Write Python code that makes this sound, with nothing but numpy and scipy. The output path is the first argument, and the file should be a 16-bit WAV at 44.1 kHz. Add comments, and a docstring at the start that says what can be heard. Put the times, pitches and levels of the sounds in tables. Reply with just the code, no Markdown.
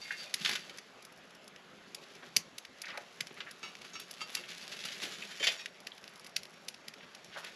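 """A wood fire pops and ticks near a small camera under a fabric canopy: each pop is an impulsive front with
a splintering tail, followed some 3 ms later by a strong echo. A steel shovel knocks, scrapes and rakes through
the coals: grains of noise make the crunch and decaying modes ring the blade, its early echoes far weaker.
A diffuse tail from the trees follows both, over fluttering flames and the hush of the forest, which are
noise shaped in frequency and time."""
import sys
import numpy as np
from scipy import signal
from scipy.io import wavfile
from scipy.ndimage import uniform_filter1d

SR = 44100
rng = np.random.default_rng(int(sys.argv[2]) if len(sys.argv) > 2 else 0)


def voltage_ratio(level):
    """Linear amplitude factor for a level in decibels (scalar or array-like)."""
    return 10 ** (np.asarray(level, float) / 20)


def put_to_file(sound):
    """Save the sound as 16-bit audio at rate SR, in the file named by the first command-line argument."""
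    columns = np.atleast_2d(sound).T  # one column per channel
    safe = np.clip(columns, -1, 1)
    whole_steps = np.round(safe * 32767)
    wavfile.write(sys.argv[1], SR, whole_steps.astype(np.int16))


N = 332955  # length in samples


def evened(x):
    """Normalisation: scales a signal to rms 1."""
    return x / np.sqrt(np.mean(x ** 2) + 1e-20)


def read(points, hz):
    """Interpolation of a spectrum on a logarithmic frequency axis."""
    f, value = np.transpose(points)
    return np.interp(np.log(hz + 1), np.log(f + 1), value)


def add(mix, s, sound):
    """Superposition: adds a sound to the mix, in place, at s seconds."""
    part = mix[max(round(s * SR), 0):][:len(sound)]
    part += sound[:len(part)]


def colour(points, hz=None, octaves=1., reach_db=60, size=2048):
    """Minimum-phase response of a spectrum, optionally weighted towards a centre frequency."""
    f = np.fft.rfftfreq(size, 1 / SR)
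    db = read(points, f)
    if hz:
        distance = np.log2((f + 1) / hz) / octaves  # the weighting is 6 dB down at distance 1
        db = db - np.minimum(6 * distance ** 2, reach_db)
    log_gain = np.log(voltage_ratio(np.maximum(db - db.max(), -80)))
    full = np.concatenate([log_gain, log_gain[-2:0:-1]])
    phase = -signal.hilbert(full).imag  # the phase that makes the response causal
    return np.fft.ifft(np.exp(full + 1j * phase)).real[:size // 2]


def slow(t, low_hz, high_hz):
    """Slow random modulation of rms 1: a sum of sines with random phases."""
    waves = [np.sin(2 * np.pi * (f * t + rng.random())) / np.sqrt(f)
             for f in np.geomspace(low_hz, high_hz, num=24)]
    return evened(sum(waves))


def clicks(per_s, spread_db):
    """Random impulse process: sparse clicks of random sign, a few of them large."""
    size = voltage_ratio(spread_db * np.minimum(rng.exponential(1, N), 5)) * rng.choice([-1., 1.], N)
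    return size * (rng.random(N) < per_s / SR)


# spectrum of forest air and flames: f/Hz, relative level/dB
HUSH_SPECTRUM = [(18, -48), (30, -19.5), (86, -15.5), (181, -1.5), (470, -2), (562, 2), (941, -4.5),
                 (1190, -0.5), (2700, -4.5), (5690, -14.5), (7170, -18.5), (9040, -33.5), (10800, -23),
                 (12600, -34), (14000, -66)]


def hush():
    """Filtered noise: forest air and flames drift in patches, the bass fluttering in lumps."""
    frames, hz = N // 256 + 5, np.fft.rfftfreq(1024, 1 / SR)
    real, imaginary, patches = rng.standard_normal((frames, 513, 3)).T
    patches = uniform_filter1d(patches, size=10, axis=0)  # joined across frequency
    patches = evened(uniform_filter1d(patches, size=12, axis=1))  # and across time
    t = np.arange(frames) * 256 / SR
    flutter_db = 8 * np.tanh(.6 * slow(t, 4, 40)) / (1 + (hz[:, None] / 300) ** 2)
    drift_db = 2.0 * patches + 0.1 * slow(t, 0.31, 10.0)
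    z = (real + 1j * imaginary) * voltage_ratio(read(HUSH_SPECTRUM, hz)[:, None] + drift_db + flutter_db)
    noise = signal.istft(z, nperseg=1024, noverlap=768)[1][:N]
    return voltage_ratio(-58) * evened(noise)


# decay of the tail scattered by the trees: f/Hz, t60/s
TREE_DECAY = [(200, 0.32), (1500, 0.19), (4000, 0.16), (10000, 0.12)]


def trees(x):
    """Diffuse scattering: sparse taps of random sign, each band dying at its own speed."""
    taps = np.zeros(SR // 2)
    at = np.arange(200, SR // 2 - 20, 20)
    taps[at + rng.integers(0, 20, len(at))] = rng.choice([-1., 1.], len(at))
    hz, t, z = signal.stft(taps, SR, nperseg=256)
    decay = voltage_ratio(-60 * t / read(TREE_DECAY, hz)[:, None])
    tail = signal.istft(z * decay, SR, nperseg=256)[1]
    return signal.oaconvolve(x, tail / np.linalg.norm(tail))[:N]


# early reflections: delay t/ms, level before the bass cut/dB
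REFLECTIONS = [(2.7, 4), (3.5, -9), (6.3, -9), (9.5, -30), (14.5, -19), (24, -30)]


def echoes(x):
    """Early reflection: table, canopy and ground return echoes, roughness smearing the later ones more."""
    taps = np.zeros(2000)
    for (ms, db), noise in zip(REFLECTIONS, rng.standard_normal((len(REFLECTIONS), 150))):
        smear = noise * np.exp(-np.arange(150) / (SR / 1000 * 0.2 * ms))
        smear[0] += 6  # the firm front of the echo
        add(taps, ms / 1000, voltage_ratio(db) * smear / np.linalg.norm(smear))
    # small surfaces return little bass
    thin = signal.sosfilt(signal.butter(1, 1500, "high", fs=SR, output="sos"), taps)
    return signal.oaconvolve(x, thin)[:N]


# level of the faint ticking: t/s, level/dB
EMBER_LEVEL = [(0, -76), (1.2, -45), (2.2, -61), (3.5, -46), (5.6, -51), (6.2, -37), (6.7, -42),
               (7.55, -71)]
# a snap as the microphone colours it, shared by ticks and pops: f/Hz, relative level/dB
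SNAP_SPECTRUM = [(59, -40), (100, -20), (275, -19.5), (1080, -17), (1700, -3.5), (4130, -9), (4490, -7),
                 (6100, -5), (7300, -9), (8340, -16), (10900, -5.5), (14000, -21.5)]


def ticks():
    """Random impulse process: faint ticking of embers, each click filtered as a snap."""
    s, db = np.transpose(EMBER_LEVEL)
    level = voltage_ratio(np.interp(np.arange(N) / SR, s, db))
    return signal.oaconvolve(level * clicks(45, 2.5), colour(SNAP_SPECTRUM, 7000, 0.8))[:N]


# from these moments on the blade rings with another balance of modes: t/s
BALANCE_START = [0, 1, 4.1, 5, 5.55]
# nominal ring time near 3 kHz in each balance: t60/s
BALANCE_RING_TIME = [.23, .13, .09, .14, .19]
# modes of the blade: f/Hz, then relative level/dB in each of the five balances
BLADE_MODES = [(517, -29, -16, -27, -13, -30), (1270, -22, -11, -3, -27, -27),
               (1320, -28, -5, -18, -26, -19), (1534, -20, -24, -24, -9, -16),
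               (1755, -10, -13, -15, -9, -5), (1860, -12, -21, -23, -4, -8), (2137, -4, -21, -22, -17, -25),
               (2191, -24, -20, -7, -24, -24), (2266, -22, -5, -20, -5, -14), (2471, -10, -17, -19, -5, -4),
               (2638, -23, -4, -20, -15, -7), (2729, -4, -8, -2, -21, -17), (2885, -27, -8, -18, -13, -27),
               (3122, -28, -13, -24, 0, -22), (3192, -24, -22, -9, -22, -24),
               (3375, -25, -23, -14, -14, -5), (3515, -24, -8, -14, -5, -24), (3628, -5, -16, -23, -14, -6),
               (3775, -20, -20, -13, -12, -8), (3850, -24, -5, -24, -25, -28),
               (4479, -9, -12, -25, -24, -14), (4570, -20, -14, -23, -9, -8), (4651, 0, -7, -5, -23, -7),
               (5071, -10, -29, -18, -9, -14), (5346, -25, -10, -20, -26, -18),
               (5566, -26, -6, -14, -16, 0), (5830, -14, -18, -21, -8, -14),
               (6325, -24, -11, -24, -32, -25), (6438, -10, -4, -22, -21, -13),
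               (6519, -34, -10, -19, -21, -33), (6880, -26, -37, -27, -33, -7),
               (6982, -35, -23, -25, -6, -34), (7246, -25, -11, -30, -9, -20),
               (7957, -16, -29, -17, -31, -26), (10400, -18, -30, -28, -30, -30),
               (11200, -23, -21, -25, -30, -30)]
FINE_MODES_HZ = 900 * 9 ** rng.random(50)  # the many faint modes between the strong ones


def blade(balance, hz=3000, octaves=9):
    """Modal vibration of the blade: damped sines, the coals damping the low, wide-swinging modes sooner."""
    t = np.arange(SR // 3) / SR
    strong = np.transpose(BLADE_MODES)
    f = np.append(strong[0], FINE_MODES_HZ)[:, None]
    spot_luck, decay_luck = rng.standard_normal((len(f), 2)).T[:, :, None]
    fine_db = np.full(len(FINE_MODES_HZ), -26)
    # each blow lands elsewhere and weights the modes anew
    mode_db = np.append(strong[balance + 1], fine_db)[:, None] + 1.5 * spot_luck
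    t60 = BALANCE_RING_TIME[balance] * (f / 3000) ** .2 * 1.12 ** decay_luck
    t60 = t60 / (1 + (f / 10000) ** 4)  # the highest die in the air
    db = mode_db - 6 * (np.log2(f / hz) / max(octaves, .12)) ** 2
    return (voltage_ratio(db - 60 * t / t60) * np.sin(2 * np.pi * f * t)).sum(0)


# dragging through coals: t/s, gritty scrape level/dB, dull log shifting level/dB
RAKE_LEVELS = [(0.0, -60, -56), (0.05, -50.5, -77), (0.16, -53, -63), (0.2, -48.5, -68), (0.33, -56, -63),
               (0.42, -46, -62), (0.53, -41.5, -55), (0.6, -52, -64), (0.88, -66, -67), (1.32, -79, -66.5),
               (2.1, -59.5, -61.5), (2.44, -64, -66.5), (2.68, -73, -85), (2.82, -59.5, -69),
               (3.55, -63, -64.5), (4.3, -54.5, -64.5), (4.9, -47.5, -60), (5.02, -47.5, -55.5),
               (5.3, -50, -61.5), (5.53, -45.5, -68.5), (5.72, -66, -66.5), (6.9, -67.5, -67),
               (7.55, -57.5, -70.5)]
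# how freely grit rings the blade in each balance: relative level/dB
BALANCE_RING_LEVEL = [2.5, -3.5, -0.5, 1, 3]
# centre frequencies of the grains from coarse to fine: f/Hz
GRAIN_CENTRES = [1150, 1800, 2400, 3300, 4500, 5670]
# spectrum of grit, shared by rake and knocks: f/Hz, relative level/dB
GRIT_SPECTRUM = [(82, -49), (140, 5), (183, -2), (571, -8.5), (943, -13), (1330, -6), (1530, -4),
                 (3630, -3), (6470, -9), (8980, -20.5), (10700, -9.5), (14000, -25.5)]
# spectrum of shifting logs: f/Hz, relative level/dB
SHIFT_SPECTRUM = [(59, -56.5), (100, -9), (194, 7.5), (314, -7), (376, 4), (1100, -18.5), (1430, -36.5),
                  (2420, -120)]


def rake():
    """Granular friction: dense grit under the blade rings the steel, beside dull knocks of shifting logs."""
    s, scrape_db, shift_db = np.transpose(RAKE_LEVELS)
    t = np.arange(N) / SR
    lumps = voltage_ratio(2.1 * np.interp(t, t[::128], slow(t[::128], 8, 80)))
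    grit = [clicks(450, 2.9) * lumps for hz in GRAIN_CENTRES]
    all_grit = sum(grit)
    current = np.searchsorted(BALANCE_START, t, "right") - 1
    steel = np.zeros(N)
    for balance, ring_db in enumerate(BALANCE_RING_LEVEL):
        drive = all_grit * (current == balance) * voltage_ratio(ring_db)
        steel += signal.oaconvolve(drive, evened(blade(balance)))[:N]
    crunch = sum(signal.oaconvolve(grains, colour(GRIT_SPECTRUM, hz, 1.4))[:N]
                 for grains, hz in zip(grit, GRAIN_CENTRES))
    scrape = evened(evened(crunch) + .33 * evened(steel))
    logs = evened(signal.oaconvolve(clicks(300, 1.4) * lumps, colour(SHIFT_SPECTRUM))[:N])
    return voltage_ratio(np.interp(t, s, scrape_db)) * scrape + voltage_ratio(np.interp(t, s, shift_db)) * logs


def knock(peak_db, hz, octaves, t60, noise):
    """Granular crushing: a cluster of uneven charcoal grains swells fast and dies."""
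    t = np.arange(len(noise)) / SR
    swell = np.minimum(t / (.11 * t60), 1)
    grains = noise * abs(noise) ** 1.4 * voltage_ratio(-60 * t / max(t60, .01)) * swell
    grains[round(.002 * SR)] += 5  # the first firm contact
    sound = signal.fftconvolve(grains, colour(GRIT_SPECTRUM, hz, max(octaves, .1)))
    return voltage_ratio(peak_db) * sound / abs(sound).max()


# coals, logs and dirt knock, crunch and thud: t/s, peak level/dB, centre f/Hz, width/octaves, t60/s
COAL_KNOCKS = [(0.1054, -24, 1706, 0.16, 0.014), (0.401, -44, 238, 0.48, 0.044),
               (0.447, -16.5, 2800, 1.54, 0.055), (0.4581, -15.5, 2700, 1.1, 0.03),
               (0.471, -23, 2600, 1.7, 0.057), (0.491, -20, 1990, 3.2, 0.04), (0.51, -35, 4700, 0.18, 0.05),
               (0.508, -28.5, 2080, 0.31, 0.039), (0.531, -29, 2540, 1.6, 0.044),
               (0.552, -21, 2580, 1.55, 0.052), (0.694, -34, 2400, 1.7, 0.041),
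               (0.703, -49.5, 272, 1, 0.049), (2.224, -39, 685, 1.4, 0.064),
               (2.363, -38.5, 187, 1.6, 0.038), (2.836, -35.5, 1740, 0.61, 0.07),
               (2.854, -38, 4500, 0.8, 0.035), (2.865, -34.5, 1900, 0.3, 0.042),
               (2.881, -38, 4000, 0.7, .03), (2.903, -38, 4000, 0.54, 0.014),
               (2.879, -35.5, 1230, 1.2, 0.22), (2.901, -44, 1920, 0.33, 0.088),
               (2.974, -35, 760, 0.5, .05), (2.94, -41, 1400, 0.64, 0.18), (2.925, -39, 890, 0.73, 0.24),
               (3.205, -39.5, 192, 2, 0.02), (3.306, -40, 205, 2.2, 0.038),
               (3.366, -39.5, 1220, 1.2, 0.087), (3.402, -27.5, 1850, 1.12, 0.053),
               (3.464, -37, 1590, 0.61, 0.11), (3.842, -37, 1500, 2.3, 0.099),
               (3.877, -48, 4200, 0.33, 0.028), (3.996, -34, 2400, 5.4, 0.038),
               (4.317, -33, 3700, 8.6, 0.28), (4.436, -35.5, 2400, 0.4, 0.019),
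               (4.479, -32, 3260, 1.2, 0.13), (4.511, -37.5, 2650, 0.48, 0.093),
               (4.717, -31.5, 3150, 1.5, 0.085), (4.789, -32.5, 3880, 1.1, 0.02),
               (4.803, -36, 3970, 1.1, 0.052), (4.837, -30, 3930, 1, 0.028), (4.849, -26, 3460, 3.6, 0.059),
               (4.884, -31.5, 3050, 1.1, 0.037), (4.914, -34.5, 3460, 1, 0.1),
               (5.018, -26.5, 3000, 2.3, 0.14), (5.031, -31.5, 2600, 2.4, 0.053),
               (5.058, -36, 3000, 2.4, 0.27), (5.029, -42, 453, 1.13, 0.22),
               (5.211, -46, 2500, 0.99, 0.029), (5.222, -30.5, 2720, 0.43, 0.028),
               (5.403, -39, 433, 0.49, 0.033), (5.428, -43, 625, 0.23, 0.059),
               (5.436, -17.5, 3300, 1.9, 0.096), (5.458, -38.5, 580, 0.36, 0.12),
               (5.468, -12.5, 2860, 1.2, 0.044), (5.483, -33, 576, 0.51, 0.015),
               (5.484, -24.5, 2600, 2.8, 0.049), (5.917, -36.5, 3300, 0.29, 0.014),
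               (7.005, -40.5, 1950, 0.81, 0.039), (7.027, -43.5, 2160, 0.85, 0.05),
               (7.315, -37, 2100, 1.07, 0.28), (7.351, -34.5, 890, 0.74, 0.19), (7.369, -36, 1190, 7, 0.13),
               (7.427, -36, 1030, 1.64, 0.21), (7.46, -36, 2600, 1.7, 0.11)]


def add_knocks(shovel):
    """Superposition of the knocks in coals, logs and dirt."""
    for (s, *row), noise in zip(COAL_KNOCKS, rng.standard_normal((len(COAL_KNOCKS), 6000))):
        add(shovel, s, knock(*row, noise))


def clank(s, peak_db, hz, octaves, t60, noise):
    """Impact excitation: a blow and its weaker rattles ring the steel, over a little crunch of what it hit."""
    t = np.arange(len(noise)) / SR
    contact = .008 * noise[::-1] ** 3 * voltage_ratio(-60 * t / max(t60, .01))
    contact[0] += 1
    balance = np.searchsorted(BALANCE_START, s) - 1
    sound = signal.fftconvolve(contact, blade(balance, hz, octaves))
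    sound *= np.minimum(np.arange(len(sound)) / SR / 0.0015, 1)  # the edge takes 1.5 ms to bite
    sound *= voltage_ratio(peak_db) / abs(sound).max()
    add(sound, 0, knock(peak_db - 11, hz, 2.5, t60, noise))
    return sound


# the blade strikes something hard:
# t/s, peak level of the ring/dB, centre f/Hz of the modes it favours, width/octaves, rattle t60/s
BLADE_BLOWS = [(0.015, -37, 4270, 0.79, 0.03), (0.0514, -41.5, 2200, 0.32, 0.17),
               (0.1046, -31.5, 1780, 0.43, 0.13), (0.1732, -43, 6800, 0.69, 0.061),
               (0.2, -43, 4200, 0.66, 0.04), (0.2391, -51, 3600, 0.18, 0.053),
               (0.265, -50, 2400, 0.11, 0.087), (0.551, -46, 2800, 0.15, 0.049),
               (3.629, -33.5, 2260, 1.6, 0.15), (3.6498, -38.5, 2260, 0.93, 0.34),
               (3.933, -39.5, 5800, 1.1, 0.17), (3.9531, -33, 1800, 1.6, 0.04),
               (4.011, -43, 8000, 1.8, 0.088), (4.206, -32, 2920, 4.3, 0.052),
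               (4.214, -27.5, 2400, 9.9, 0.073), (4.3686, -29, 2530, 1.5, 0.026),
               (5.397, -31.5, 3150, 1.3, 0.63), (5.438, -21.5, 2980, 1.5, 0.02),
               (5.4269, -23, 2600, 1.2, 0.032), (5.47, -19, 3020, 1, 0.034), (5.574, -43, 5530, 0.66, 0.26),
               (5.592, -37, 2450, 1.2, 0.056)]


def add_clanks(shovel):
    """Superposition of the blows on the blade."""
    for row, noise in zip(BLADE_BLOWS, rng.standard_normal((len(BLADE_BLOWS), 6000))):
        add(shovel, row[0], clank(*row, noise))


def pop(peak_db, hz, noise):
    """Impulsive release: a pocket of gas bursts with one sharp front, then splintering."""
    t = np.arange(len(noise)) / SR
    burst = voltage_ratio(-23) * noise * np.exp(-t / 0.0026)
    burst[0] += 1
    sound = np.convolve(burst, colour(SNAP_SPECTRUM, hz, 1.23, reach_db=14))
    return voltage_ratio(peak_db) * sound / abs(sound).max()


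# bursting wood: t/s, peak level sent to the echoes/dB, centre f/Hz,
# first arrival before shading against that level/dB
WOOD_POPS = [(0.3408, -16, 4600, 4), (0.774, -41, 6230, 8), (0.785, -34, 3460, 6.5),
             (1.024, -42.5, 6080, 1), (1.049, -36, 6730, -3), (1.123, -48, 6720, 5),
             (1.1735, -49, 8540, -3), (1.306, -48, 4500, 4), (1.3494, -47, 5710, 5), (1.441, -49, 6140, -9),
             (1.479, -43, 6700, 12.5), (1.562, -49, 2980, 14.5), (1.9467, -27.5, 5130, 3),
             (2.037, -45, 3200, 5), (2.1502, -45, 3960, -3), (2.365, -8, 5560, 2.5), (2.5819, -28, 5170, 1),
             (2.65, -36, 2270, 4), (2.8181, -29.5, 5800, 7.5), (2.9749, -30.5, 2000, 5.5),
             (3.206, -19.5, 3370, -3), (3.2705, -42, 4080, 15), (3.326, -52, 10500, -1),
             (3.343, -50, 6890, 12), (3.511, -37, 7000, 7), (3.753, -49, 2660, 19.5),
             (3.817, -38.5, 3380, 4), (3.998, -33.5, 9500, -6), (4.11, -30.5, 6440, 2),
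             (4.139, -44, 4500, 12), (4.303, -44, 8000, 9), (4.3499, -17.5, 4650, 0),
             (4.5796, -36.5, 4100, 3), (4.679, -45, 4500, 19), (5.6588, -31.5, 2560, 9.5),
             (5.804, -47, 6460, 11), (5.8688, -28, 3150, -1), (5.978, -40, 3610, -2),
             (6.0387, -37, 2950, -8), (6.076, -36, 2930, -7), (6.1346, -44, 5000, -7),
             (6.156, -41, 4500, -8), (6.194, -40.5, 6670, -11), (6.2436, -39, 5710, -5),
             (6.263, -37, 3500, -3), (6.363, -16.5, 3800, -2), (6.4307, -35, 4830, -8),
             (6.452, -38, 2470, -4), (6.6837, -24.5, 5400, 1), (6.7427, -39, 3400, 2),
             (6.8809, -28.5, 3860, -5), (6.937, -38, 3100, -2), (7.1493, -39, 4340, 7.5),
             (7.246, -48, 4350, 16), (7.445, -32, 4120, -3)]


def fire():
    """Superposition of ticks and pops: the sound sent to the reflections, and the shaded direct path."""
    source = ticks()
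    direct = source.copy()
    for (s, db, hz, first_db), noise in zip(WOOD_POPS, rng.standard_normal((len(WOOD_POPS), 400))):
        sound = pop(db, hz, noise)
        add(source, s, sound)
        add(direct, s, voltage_ratio(first_db) * sound)
    # the stones round the fire shade the treble of the direct path
    shade = signal.butter(1, 6500, fs=SR, output="sos")
    return source, signal.sosfilt(shade, direct)


def scene():
    """Superposition of fire, shovel, their reflections and the background, equal in both channels."""
    burning, direct = fire()
    shovel = rake()
    add_knocks(shovel)
    add_clanks(shovel)
    near = direct + echoes(burning) + shovel + voltage_ratio(-24.0) * echoes(shovel)
    near = near + voltage_ratio(-9.5) * trees(burning + shovel)
    # the high-pass removes offset and rumble left by the summed sines
    mid = signal.sosfilt(signal.butter(2, 130, "high", fs=SR, output="sos"), near) + hush()
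    return np.array([mid, mid])


def low_pass(x):
    """Removes everything above the highest recorded frequency."""
    return signal.sosfilt(signal.butter(12, 14140, fs=SR, output="sos"), x)


# a noisy side signal, strongest in the treble: f/Hz, side level against mid/dB
SIDE_LEVEL = [(60, -26), (250, -35), (600, -30.5), (1200, -30.5), (2200, -46), (4000, -29), (6500, -23),
              (9000, -16), (10800, -16.5), (11400, -8), (12800, -0.5), (14000, -14)]


def record(dry):
    """Mid/side stereo: the camera body notches 9 kHz; a noisy side signal is strongest in the treble."""
    mid = signal.lfilter(*signal.iirnotch(9050, 18, SR), dry[0])
    mid = signal.sosfilt(signal.butter(8, 13100, fs=SR, output="sos"), mid)  # steep low-pass near 13 kHz
    hz, t, z = signal.stft(mid, SR, nperseg=512)
    # random phases decorrelate the side from the mid
    turn = np.exp(2j * np.pi * uniform_filter1d(rng.standard_normal(z.shape), size=3, axis=0))
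    side = signal.istft(z * turn * voltage_ratio(read(SIDE_LEVEL, hz))[:, None], SR, nperseg=512)[1][:N]
    return low_pass(np.array([mid + side, mid - side]))


dry = scene()
out = record(dry)
put_to_file(out)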